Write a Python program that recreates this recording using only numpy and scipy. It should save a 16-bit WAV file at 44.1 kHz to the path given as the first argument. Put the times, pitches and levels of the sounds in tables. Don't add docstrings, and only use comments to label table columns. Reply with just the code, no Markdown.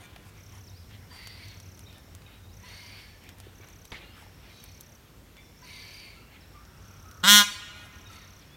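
import sys
import numpy as np
from scipy import signal
from scipy.io import wavfile
from scipy.ndimage import uniform_filter1d

SR = 44100
rng = np.random.default_rng(int(sys.argv[2]) if len(sys.argv) > 2 else 0)


def to_wav(s):
    ch = np.atleast_2d(s).T
    pcm = np.round(np.clip(ch, -1, 1) * 32767)
    wavfile.write(sys.argv[1], SR, pcm.astype(np.int16))


def ratio(d):
    e = np.asarray(d, float) / 20
    return 10 ** e


N = 377496


def evened(x):
    return x / np.sqrt(np.mean(x ** 2) + 1e-20)


def read(points, hz):
    f, value = np.transpose(points)
    return np.interp(np.log(hz + 1), np.log(f + 1), value)


def add(mix, s, sound):
    part = mix[round(s * SR):][:len(sound)]
    part += sound[:len(part)]


def samples_of(length_s):
    return np.arange(round(length_s * SR)) / (length_s * SR)


def sine(turns):
    return np.sin(2 * np.pi * turns)


def spread(rows):
    s, *columns = np.transpose(rows)
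    t = np.arange(s[0], s[-1], 1 / SR)
    return s[0], [np.interp(t, s, column) for column in columns]


def swells(rows, taper):
    out = np.zeros(N)
    for s, length, db in rows:
        add(out, s, ratio(db) * signal.windows.tukey(round(length * SR), np.clip(taper, 0, 1)))
    return out


def chance(size):
    return rng.standard_normal(-(-size // 32768) * 32768)[:size]


def wobble(size, hz):
    span = max(int(SR / hz), 1)
    smooth = uniform_filter1d(chance(size), span)
    return evened(uniform_filter1d(smooth, span))


def resonate(x, hz, width):
    turn = np.exp(2j * np.pi * np.cumsum(hz * np.ones(len(x))) / SR)
    r = np.exp(-np.pi * width / SR)
    smooth = signal.lfilter([(1 - r) ** 2], [1, -2 * r, r * r], x / turn + 1e-18)
    return 2 * (turn * smooth).real


def causal_phase(db):
    mirrored = np.r_[db, db[-2:0:-1]]
    return -signal.hilbert(np.log(ratio(mirrored))).imag[:len(db)]


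def hiss(spectrum, patchy_db, size=N, order=10):
    frame = 2 ** order
    frames = (size // 32768 + 1) * 32768 * 4 // frame + 5
    hz = np.fft.rfftfreq(frame, 1 / SR)
    a, b, patches = rng.standard_normal((frames, len(hz), 3)).T
    patches = uniform_filter1d(patches, size=12, axis=0)
    patches = evened(uniform_filter1d(patches, size=14, axis=1))
    z = (a + 1j * b) * ratio(read(spectrum, hz)[:, None] + patchy_db * patches)
    return evened(signal.istft(z, nperseg=frame, noverlap=frame * 3 // 4)[1][:size])


def tail(t60s, gap_s, colour=((1, 0), (2, 0)), clumps_db=0):
    taps = np.zeros(2 * SR)
    at = np.arange(0, 2 * SR - 20, 20) + rng.integers(0, 20, SR // 10 - 1)
    taps[at] = rng.choice([-1., 1.], at.shape) * (at > gap_s * SR)
    hz, t, z = signal.stft(taps, SR, nperseg=256)
    gain_db = read(colour, hz)[:, None] - 60 * t / read(t60s, hz)[:, None]
    clumps = uniform_filter1d(rng.standard_normal(z.shape), size=5, axis=0)
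    clumps = evened(uniform_filter1d(clumps, size=14, axis=1))
    out = signal.istft(z * ratio(gain_db + clumps_db * clumps), SR, nperseg=256)[1]
    return out / np.linalg.norm(out)


# pitch in Hz, level in dB.
MIC_COLOUR = [(22, -42), (76, -22), (130, -0.5), (425, -9.5), (800, -15), (1500, -17.5), (2500, -22),
              (5000, -24), (6300, -24), (8000, -27.5), (10500, -29.5), (12500, -26), (15800, -28.5)]
DRONE_COLOUR = [(60, -22.5), (80, 0), (95, 7), (108, 0.5), (125, -20), (200, -11.5), (260, -29),
                (400, -44.5)]
RUMBLE_COLOUR = [(15, -56), (25, -10), (37, -10), (54, 6), (97, -10), (119, -26), (140, -4), (180, -36),
                 (310, -120)]
CHATTER_COLOUR = [(250, -39), (500, -3), (1000, -2.5), (2200, 1.5), (3500, -2), (4500, -8), (6000, -30.5),
                  (12000, -22)]
LEAF_COLOUR = [(400, -4), (800, 8), (4000, -7), (8000, -4.5), (13000, -8), (15800, -27)]
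# time in seconds, level in dB.
DRONE_LEVEL = [
    (0, -52.5),
    (1.0, -49.5),
    (2.7, -53),
    (3.8, -57),
    (6.6, -58.5),
    (7.15, -53.5),
    (8.2, -54.5),
    (8.56, -62),
]
# start in seconds, length in seconds, level in dB.
FLURRIES = [(0, 0.38, -74), (.35, 0.076, -61), (.47, 0.15, -63), (.88, 0.095, -58.5), (1.0, 0.87, -64.5),
            (1.86, 0.16, -64.5), (2.2, 0.21, -65), (2.5, 0.68, -59.5), (3.19, 0.16, -60), (3.3, 0.56, -66),
            (3.62, 0.035, -59), (3.9, 0.49, -59.5), (4.4, 0.16, -62), (6.27, 0.25, -68), (6.33, 0.064, -68),
            (7.9, 1, -68.5)]
# start in seconds, length in seconds, level in dB.
SWISHES = [
    (.0, 0.067, -57),
    (0.247, 0.061, -58.5),
    (.52, 0.082, -59.5),
    (1.12, 0.06, -57.5),
    (3.383, 0.11, -68),
    (4.152, 0.1, -57.5),
    (7.746, 0.14, -57.5),
    (8.103, 0.075, -57),
]


def background():
    t = np.arange(N) / SR
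    drone = ratio(np.interp(t, *np.transpose(DRONE_LEVEL))) * hiss(DRONE_COLOUR, 1.0, order=13)
    drone += ratio(-57.5) * hiss(RUMBLE_COLOUR, 1.2, order=13)
    chatter_gain = (ratio(-67) + swells(FLURRIES, taper=.7)) * ratio(1.8 * wobble(N, hz=16))
    leaves = swells(SWISHES, taper=0.32) * hiss(LEAF_COLOUR, 4.3)
    mic = ratio(-56.05) * hiss(MIC_COLOUR, 0.91)
    chatter = chatter_gain * hiss(CHATTER_COLOUR, 2.3)
    return mic + drone + chatter + leaves


# start in seconds, pitch in Hz, peak level in dB.
THUDS = [
    (.162, 754, -43),
    (3.468, 412, -38),
    (3.601, 400, -43),
    (4.225, 900, -44),
    (4.265, 890, -45),
]


def thuds():
    out, t = np.zeros(N), np.arange(SR // 20) / SR
    for s, hz, db in THUDS:
        add(out, s, ratio(db - 60 * t / .03) * sine(hz * t * (1 - 8 * t)))
    return out


# start in seconds, peak dB above 7 kHz, dB at 3-7 kHz, dB below 3 kHz.
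TICKS = [(0.162, -41, -67, -44), (0.9109, -54, -60, -50), (0.9494, -57, -67, -68), (1.235, -44, -60, -65),
         (1.2725, -33, -44.5, -44), (1.484, -43, -57, -71), (1.601, -40, -50, -58), (1.775, -48, -60, -63),
         (1.793, -36, -51, -57), (1.928, -51, -51, -65), (1.982, -43, -61, -60), (2.1502, -36, -52, -58),
         (2.22, -55, -60, -56), (3.2389, -44, -62, -69), (3.291, -37, -45.5, -48), (3.385, -43, -63, -68),
         (3.4014, -37, -49, -50.5), (3.6867, -39.5, -60, -58), (3.853, -39, -50, -58),
         (4.6395, -32, -57, -55), (4.809, -30.5, -50.5, -64), (5.368, -54, -53, -55),
         (6.652, -54, -53, -59), (7.113, -39, -52, -57)]
# start in seconds, peak level in dB.
KNOCK = [
    (3.918, -30),
]
# pitch in Hz, level in dB.
KNOCK_COLOUR = [(35, -30), (60, 17), (224, -10.5), (875, -11.5), (1630, -11.5), (2110, 1), (2530, -8.5),
                (3580, -5.5), (5060, -19), (15000, -44)]


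def ticks():
    out, t = np.zeros(N), np.arange(800) / SR
    edges = (7000, 15500), (3000, 7000), (500, 3000)
    bands = [signal.butter(2, edge, "bandpass", fs=SR, output="sos") for edge in edges]
    lifts_db = -.5, 7., 10.
    for s, *dbs in TICKS:
        fade = ratio(-60 * t / 0.004) + 0.4 * ratio(-60 * t / 0.04)
        snap = rng.standard_normal(len(t)) * fade
        snap[0] = 3.5
        parts = [(-1) ** k * signal.sosfilt(band, snap) for k, band in enumerate(bands)]
        for db, lift, part in zip(dbs, lifts_db, parts):
            add(out, s, ratio(db + lift) * part / abs(part).max())
    t = np.arange(SR // 2) / SR
    s, db = KNOCK[0]
    ring = 0.59 * ratio(-60 * t / 0.022) + ratio(-60 * t / 0.18) + 0.68 * ratio(-60 * t / .5)
    noise = hiss(KNOCK_COLOUR, 2.3, len(t), order=8)
    add(out, s, ratio(db - 11.0) * noise * np.minimum(t / .0015, 1) * ring)
    return out


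# start in seconds, length in seconds, pitch in Hz, width in Hz, level in dB.
CROWD = (6.5, 1.95, 1330, 420, -63.5)


def crowd():
    s, length, hz, width, db = CROWD
    band = evened(resonate(chance(round(length * SR)), hz, width))
    level = ratio(db + 2.2 * wobble(len(band), hz=6.5))
    return s, band * level * signal.windows.tukey(len(band), .15)


# multiple of that pitch, width in Hz, level in dB.
LOWER_BANDS = [(.45, 150, -14), (.76, 60, -12), (.93, 60, -5), (1, 50, -2), (1, 300, -5), (1.36, 90, -11)]
UPPER_BANDS = [(.85, 130, -8), (.95, 160, -6), (1.005, 110, -4), (1, 600, -1.5), (2.03, 900, -9),
               (3, 2500, -13)]
# pitch in Hz, level in dB.
BREATH_COLOUR = [(600, -42), (1000, -10), (1700, -8), (2400, 0.5), (3200, -1), (4500, -4.5), (5200, -6.5),
                 (8000, -19.5), (15000, -22)]


def screech(s, length, effort_db, hz, glide):
    t = np.arange(round(length * SR)) / SR
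    weakness_db = min(effort_db + 50, 0)
    bow = 1 + .06 * length * np.sin(np.pi * t / length)
    scoop = 0.236 * np.exp(-t / 0.031)
    low_hz = hz * (bow - scoop) + .3 * glide * (t - length / 2)
    high_hz = (4456 + 15 * weakness_db) * bow + glide * (t - length / 2)
    rise_s, fall_s = .08, .15
    edge = np.maximum(np.maximum(1 - t / rise_s, 1 - (length - t) / fall_s), 0)
    clarity_db = .7 * weakness_db - 7
    shake = 1 + .011 * wobble(len(t), hz=20)
    flutter = ratio(0.43 * wobble(len(t), hz=302))
    voice = ratio(-5) * hiss(BREATH_COLOUR, 2.5, len(t))
    for centre_hz, bands in ((low_hz, LOWER_BANDS), (high_hz, UPPER_BANDS)):
        for k, width, db in bands:
            flicker = ratio(1.4 * wobble(len(t), hz=14))
            band = evened(resonate(chance(len(t)), k * centre_hz * shake, width))
            voice = voice + ratio(db + clarity_db) * flicker * band
    level_db = effort_db - 2.0 - 11 * edge - 3 * t / length
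    return s, ratio(level_db) * evened(flutter * voice) * signal.windows.tukey(len(t), .12)


def whistle(s, length, start_hz, end_hz, top_db, shake=.012):
    u = samples_of(length)
    glide = np.sin(np.pi / 2 * np.minimum(u / .8, 1) ** 1.15) ** 2
    hz = start_hz + (end_hz - start_hz) * glide
    db = top_db - 2.8 * (hz.max() - hz) / 1000
    hz = hz * (1 + shake * wobble(len(hz), hz=103))
    level = ratio(db - 1.2 + 3.5 * wobble(len(hz), hz=70))
    return s, level * sine(np.cumsum(hz) / SR) * signal.windows.tukey(len(hz), .3)


def note(s, length, hz, db, favoured):
    u = samples_of(length)
    turns = np.cumsum(hz + 18 * wobble(len(u), hz=300)) / SR
    tone = sum(ratio(db + 3.5 - 14 * abs(k - favoured)) * sine(k * turns) for k in (1, 2, 3))
    return s, tone * ratio(4 * wobble(len(u), hz=120) - 6 * u) * signal.windows.tukey(len(u), .3)


# start in seconds, length in seconds, effort in dB, pitch in Hz, upper glide in Hz per s.
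SCREECHES = [
    (1.09, .37, -48.5, 2000, -1300),
    (1.34, .26, -49, 2230, -2800),
    (2.62, .53, -48.5, 2150, 300),
    (4.44, .37, -56, 2400, -700),
    (5.61, .59, -47, 2230, -100),
    (8.07, .25, -54, 2120, 200),
]
# start in seconds, length in seconds, start Hz, end Hz, dB at the top pitch.
WHISTLES = [(.672, .03, 5550, 3800, -55), (.7, .122, 3600, 5080, -57.5), (.814, .04, 5080, 3400, -57),
            (2.482, .072, 3800, 5700, -61), (4.02, .17, 3500, 5300, -62), (6.405, .042, 5600, 3900, -55),
            (8.41, .035, 5500, 3300, -54), (8.495, .065, 3370, 3470, -59), (4.46, .075, 3000, 2100, -59),
            (4.5, .14, 3980, 3850, -61.5), (4.61, .13, 4520, 4380, -65), (1.385, .1, 2330, 2200, -56),
            (1.39, .16, 4800, 4300, -58), (1.445, .08, 3920, 3700, -62), (6.34, .04, 2400, 3300, -60),
            (1.125, .05, 2080, 1960, -57)]
STREAKS = [(1.198, 0.057, 2040, 2300, -53), (1.1, 0.11, 4700, 4500, -55), (1.856, 0.023, 3550, 4020, -57),
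           (1.875, .04, 2300, 2550, -63), (2.275, .025, 2200, 2150, -60), (2.74, 0.086, 2150, 2100, -60),
           (2.85, 0.11, 2250, 2400, -56), (2.95, 0.16, 2250, 2200, -59), (2.842, 0.15, 4800, 4400, -57),
           (3.039, 0.14, 1700, 1760, -61.5), (4.55, 0.067, 3900, 3860, -63), (4.68, .06, 4300, 4330, -66),
           (5.375, 0.15, 3520, 3480, -69), (5.684, 0.124, 2330, 2040, -50.5), (5.68, .1, 3730, 3700, -61),
           (5.93, .11, 4780, 4600, -55), (5.954, .08, 2290, 2340, -69), (6.06, .1, 2400, 2200, -59),
           (6.198, 0.11, 2900, 2780, -67), (5.72, 0.16, 4380, 4380, -66), (1.24, .13, 4520, 4700, -52),
           (1.27, 0.073, 2100, 1880, -61), (8.1, 0.21, 4250, 3900, -66), (8.15, .1, 3870, 3750, -64),
           (6.3, .05, 1650, 2200, -62), (2.65, 0.041, 1600, 2020, -60), (1.1, .035, 1500, 2000, -60),
           (8.17, 0.094, 2050, 1800, -62)]
# start in seconds, length in
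# seconds, pitch in Hz, level in dB, favoured multiple.
NOTES = [(0.019, 0.07, 1172, -53, 2.3), (1.111, 0.019, 1010, -52, 1.15), (1.862, 0.045, 1250, -56, 3.0),
         (1.95, .036, 1793, -56.5, 1.5), (2.262, 0.026, 1243, -49.5, 2.6), (2.336, 0.053, 1290, -62, 2.8),
         (2.428, 0.038, 1250, -62.5, 3.0), (2.632, 0.036, 997, -49, 1.4), (3.435, 0.042, 1750, -56, 1.25),
         (3.605, 0.045, 1143, -56, 1.8), (4.006, 0.045, 1200, -56, 2.1), (4.03, 0.054, 1405, -56, 2.05),
         (5.375, 0.031, 1068, -53, 2.05), (5.36, 0.062, 2300, -58.5, .95), (5.363, 0.057, 3490, -58.5, .95),
         (5.618, 0.043, 1012, -52.5, 1.15), (6.15, 0.12, 1350, -58.5, 1.5), (6.344, 0.025, 1240, -58, 2.05),
         (6.538, 0.12, 1196, -55.5, .9), (7.038, 0.13, 1282, -60, .9), (8.05, 0.13, 1235, -54.5, 2.8),
         (8.087, 0.11, 1314, -56, .95), (5.62, 0.035, 1570, -59, .95), (7.731, 0.039, 1190, -55, 2.05),
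         (2.648, .02, 1590, -62, .95), (2.828, 0.028, 960, -62, .95)]
# pitch in Hz, seconds to fade by 60 dB.
GROVE = [(500, 0.27), (3000, 1), (10000, 0.13)]


def birds():
    sounds = [screech(*row) for row in SCREECHES]
    sounds += [whistle(*row) for row in WHISTLES]
    sounds += [whistle(*row, shake=.005) for row in STREAKS]
    sounds += [note(*row) for row in NOTES]
    sounds.append(crowd())
    out = np.zeros(N)
    for sound in sounds:
        add(out, *sound)
    return out + ratio(-10.5) * signal.fftconvolve(out, tail(GROVE, .015))[:N]


# spacing in seconds, length in seconds, start Hz, end Hz, octave level in dB.
CHIRP = (.0292, .0122, 6350, 5620, -8)
# first chirp in seconds, last chirp in seconds, level in dB.
TRILLS = [
    (.3745, .6958, -56),
    (1.452, 1.8337, -56),
    (2.539, 2.8913, -56),
    (3.5528, 3.9035, -56),
    (4.5705, 4.9492, -56),
    (5.587, 5.995, -55.5),
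    (6.8214, 7.229, -57),
    (7.925, 8.3908, -56),
]
# start in seconds, length in seconds, level in dB.
FAR_CRICKETS = [
    (.35, 1.82, -71.5),
    (2.6, .75, -70),
    (4.18, 0.7, -70.5),
    (5.4, 0.61, -69),
    (6.42, 2.15, -71),
]


def cricket():
    spacing, length, start_hz, end_hz, octave_db = CHIRP
    u = samples_of(length)
    fall = np.sin(np.pi / 2 * np.clip(1.8 * u - .35, 0, 1)) ** 2
    turns = np.cumsum(start_hz + (end_hz - start_hz) * fall) / SR
    octave = ratio(octave_db) * 2 * (1 - u) ** 2 * sine(2 * turns)
    chirp = np.sin(np.pi * u) ** 0.4 * (sine(turns) + octave)
    out = np.zeros(N)
    for first, last, db in TRILLS:
        times = np.linspace(first, last, round((last - first) / spacing) + 1)
        uneven_db = .7 * rng.standard_normal(20)
        for k, s in enumerate(times):
            weak_start_db = -2.9 * (k == 0)
            add(out, s - .001, ratio(db + 2.1 + uneven_db[k] + weak_start_db) * chirp)
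    far = evened(resonate(rng.standard_normal(N), 5480, width=480))
    far *= ratio(3 * np.cos(2 * np.pi * (np.arange(N) / SR - 1.912) / .0308))
    far_gain = ratio(-81.5) + swells(FAR_CRICKETS, taper=0.057)
    return out + far * far_gain * ratio(0.39 * wobble(N, hz=1.1))


# time in seconds, effort in dB, pitch in Hz.
HONK = [
    (7.2305, -21, 178),
    (7.25, -20, 181.5),
    (7.27, -21.5, 197.5),
    (7.28, -14.5, 202.3),
    (7.305, -12, 204.2),
    (7.335, -11.8, 206.9),
    (7.385, -12.6, 206.5),
    (7.418, -18.5, 203.4),
    (7.445, -38, 203),
]
# multiple of the pitch, level in dB.
OPEN_ORDERS = [(1, -9.5), (2, -38), (3, -26.5), (4, -21.5), (5, -8.5), (6, -13.5), (7, -4), (8, -10),
               (9, -6.5), (10, -12.5), (11, -15), (12, -16.5), (13, -16), (14, -6.5), (15, -6.5), (16, 1),
               (17, -3.5), (18, -5.5), (19, -9.5), (20, -6.5), (21, -15), (22, -10), (23, -25.5),
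               (24, -17.5), (25, -17), (26, -11), (27, -11), (28, -11.5), (29, -8), (30, -8), (31, -14),
               (32, -11.5), (33, -17), (34, -12), (35, -13.5), (36, -14), (37, -21), (38, -16), (39, -14),
               (40, -16.5), (41, -17.5), (42, -21), (43, -15.5), (44, -17), (45, -19.5)]
SHUT_ORDERS = [(1, -6.5), (2, -27.5), (3, -18), (4, -18), (5, -9.5), (6, -2.5), (7, -7), (8, 1), (9, -0.5),
               (10, -11), (11, -3), (12, -10), (13, -18), (14, -12), (15, -28), (16, -2.5), (17, -10),
               (18, 1.5), (19, -5), (20, -2), (21, 2), (22, -9), (23, -4), (24, -12)]
# pitch in Hz, level in dB.
BRASS = [(9360, -4.5), (10500, -16), (10700, -7.5), (12200, -7.5), (15800, -13.5)]


def honk():
    s, (effort_db, hz) = spread(HONK)
    since = np.arange(len(hz)) / SR
    t = s + since
    opened = np.clip((t - 7.264) / 0.045, 0, 1)
    beak = opened * np.clip((7.428 - t) / 0.044, 0, 1)
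    turns = .43 + np.cumsum(hz * (1 + 0.0029 * wobble(len(hz), hz=148))) / SR
    k = np.arange(1, 77)
    rows = k[:, None]
    brass_db = read(BRASS, 206 * k) - 11 + 2.2 * rng.standard_normal(len(k))
    open_db = np.r_[np.transpose(OPEN_ORDERS)[1], brass_db[len(OPEN_ORDERS):]]
    shut_db = np.r_[np.transpose(SHUT_ORDERS)[1], open_db[len(SHUT_ORDERS):] - 1.5]
    low = hz.mean() * k < 2400
    phase = causal_phase(np.pad(open_db, (1, 30), constant_values=-40))[k]
    phase = phase - 2 * np.pi * k * 0.48 * low
    phase = phase + np.where(low, -1.2, 1.2)
    drift_db = (1.1 + .03 * rows) * np.array([wobble(len(hz), hz=40) for _ in k])
    muffled_db = np.interp(rows * hz / 180.5, k, shut_db)
    muffled_db += 12 * (1 - opened) * np.exp(-((rows * hz - 7900) / 800) ** 2)
    muffled_db -= 0.4 * rows * np.exp(-since / 0.023)
    sharpness_db = 0.0048 * rows * (effort_db - effort_db.max())
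    sharpness_db -= 25 * (t - 7.33) * np.clip(rows / 24 - .5, 0, 1)
    gains = ratio(beak * open_db[:, None] + (1 - beak) * muffled_db + drift_db + sharpness_db)
    voice = evened((gains * np.cos(2 * np.pi * rows * turns + phase[:, None])).sum(0))
    air_db = uniform_filter1d(open_db, size=8) + 0.25 * k
    puffs = 0.49 + np.exp(-(turns % 1) / 0.19)
    air = hiss(list(zip(206 * k, air_db)), 0, len(hz)) * puffs
    voice = voice + ratio(-16.7 - 1.2 * beak) * evened(air)
    lead_db = -16 * np.clip((.0062 - since) / .001 + .5, 0, 1)
    return s, ratio(effort_db + lead_db) * voice * signal.windows.tukey(len(hz), .01)


# pitch in Hz, level in dB.
SIDEWAYS = [(150, 12), (900, -0.5), (1440, -6), (1900, -4), (2500, 9.5), (2950, -3), (3300, -6), (3600, -4),
            (4150, 1.5), (4600, 4), (5100, 2.5), (6000, 4), (9000, 8), (16000, 3.5)]
# pitch in Hz, seconds to fade by 60 dB.
FIELD = [(200, 0.22), (1000, 2.5), (2500, 1.92), (4000, 1.27), (6000, 0.88), (12000, 0.52)]
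# delay in seconds, level in dB.
ECHOES = [
    (0.076, -18),
    (.17, -28),
    (.41, -41),
]
# pitch in Hz, width in Hz, level in dB.
ECHO_BANDS = [(1440, 590, -2), (3280, 740, -6.5)]
# seconds before the main one, level in dB.
EARLIER_HONK = (7.9, -3.6)


def peacock():
    dry = np.zeros(N)
    add(dry, *honk())
    grass = [(200, 0.044), (3000, 0.49), (12000, 0.16)]  # Hz, seconds to fade by 60 dB
    near = ratio(-11.5) * signal.fftconvolve(dry, tail(grass, 0.0038, SIDEWAYS))[:N]
    far = ratio(-20.5) * signal.fftconvolve(dry, tail(FIELD, 0.036, SIDEWAYS, clumps_db=2.2))[:N]
    thrown = sum(ratio(db) * resonate(dry, hz, width) for hz, width, db in ECHO_BANDS)
    for delay_s, db in ECHOES:
        add(far, delay_s, ratio(db) * thrown[:N - round(delay_s * SR)])
    lead_s, db = EARLIER_HONK
    earlier = far[round(lead_s * SR):] * ratio(db)
    fade = signal.windows.tukey(2 * len(earlier), .3)[len(earlier):]
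    add(dry, 0, earlier * fade)
    return dry + near + far


def scene():
    return (peacock() + cricket() + birds() + ticks() + thuds() + background())[None]


def top_cut(x):
    return signal.sosfilt(signal.butter(12, 15930, fs=SR, output="sos"), x)


def record(dry):
    mix = np.clip(dry, -1, 1)
    return top_cut(mix)


dry = scene()
out = record(dry)
to_wav(out)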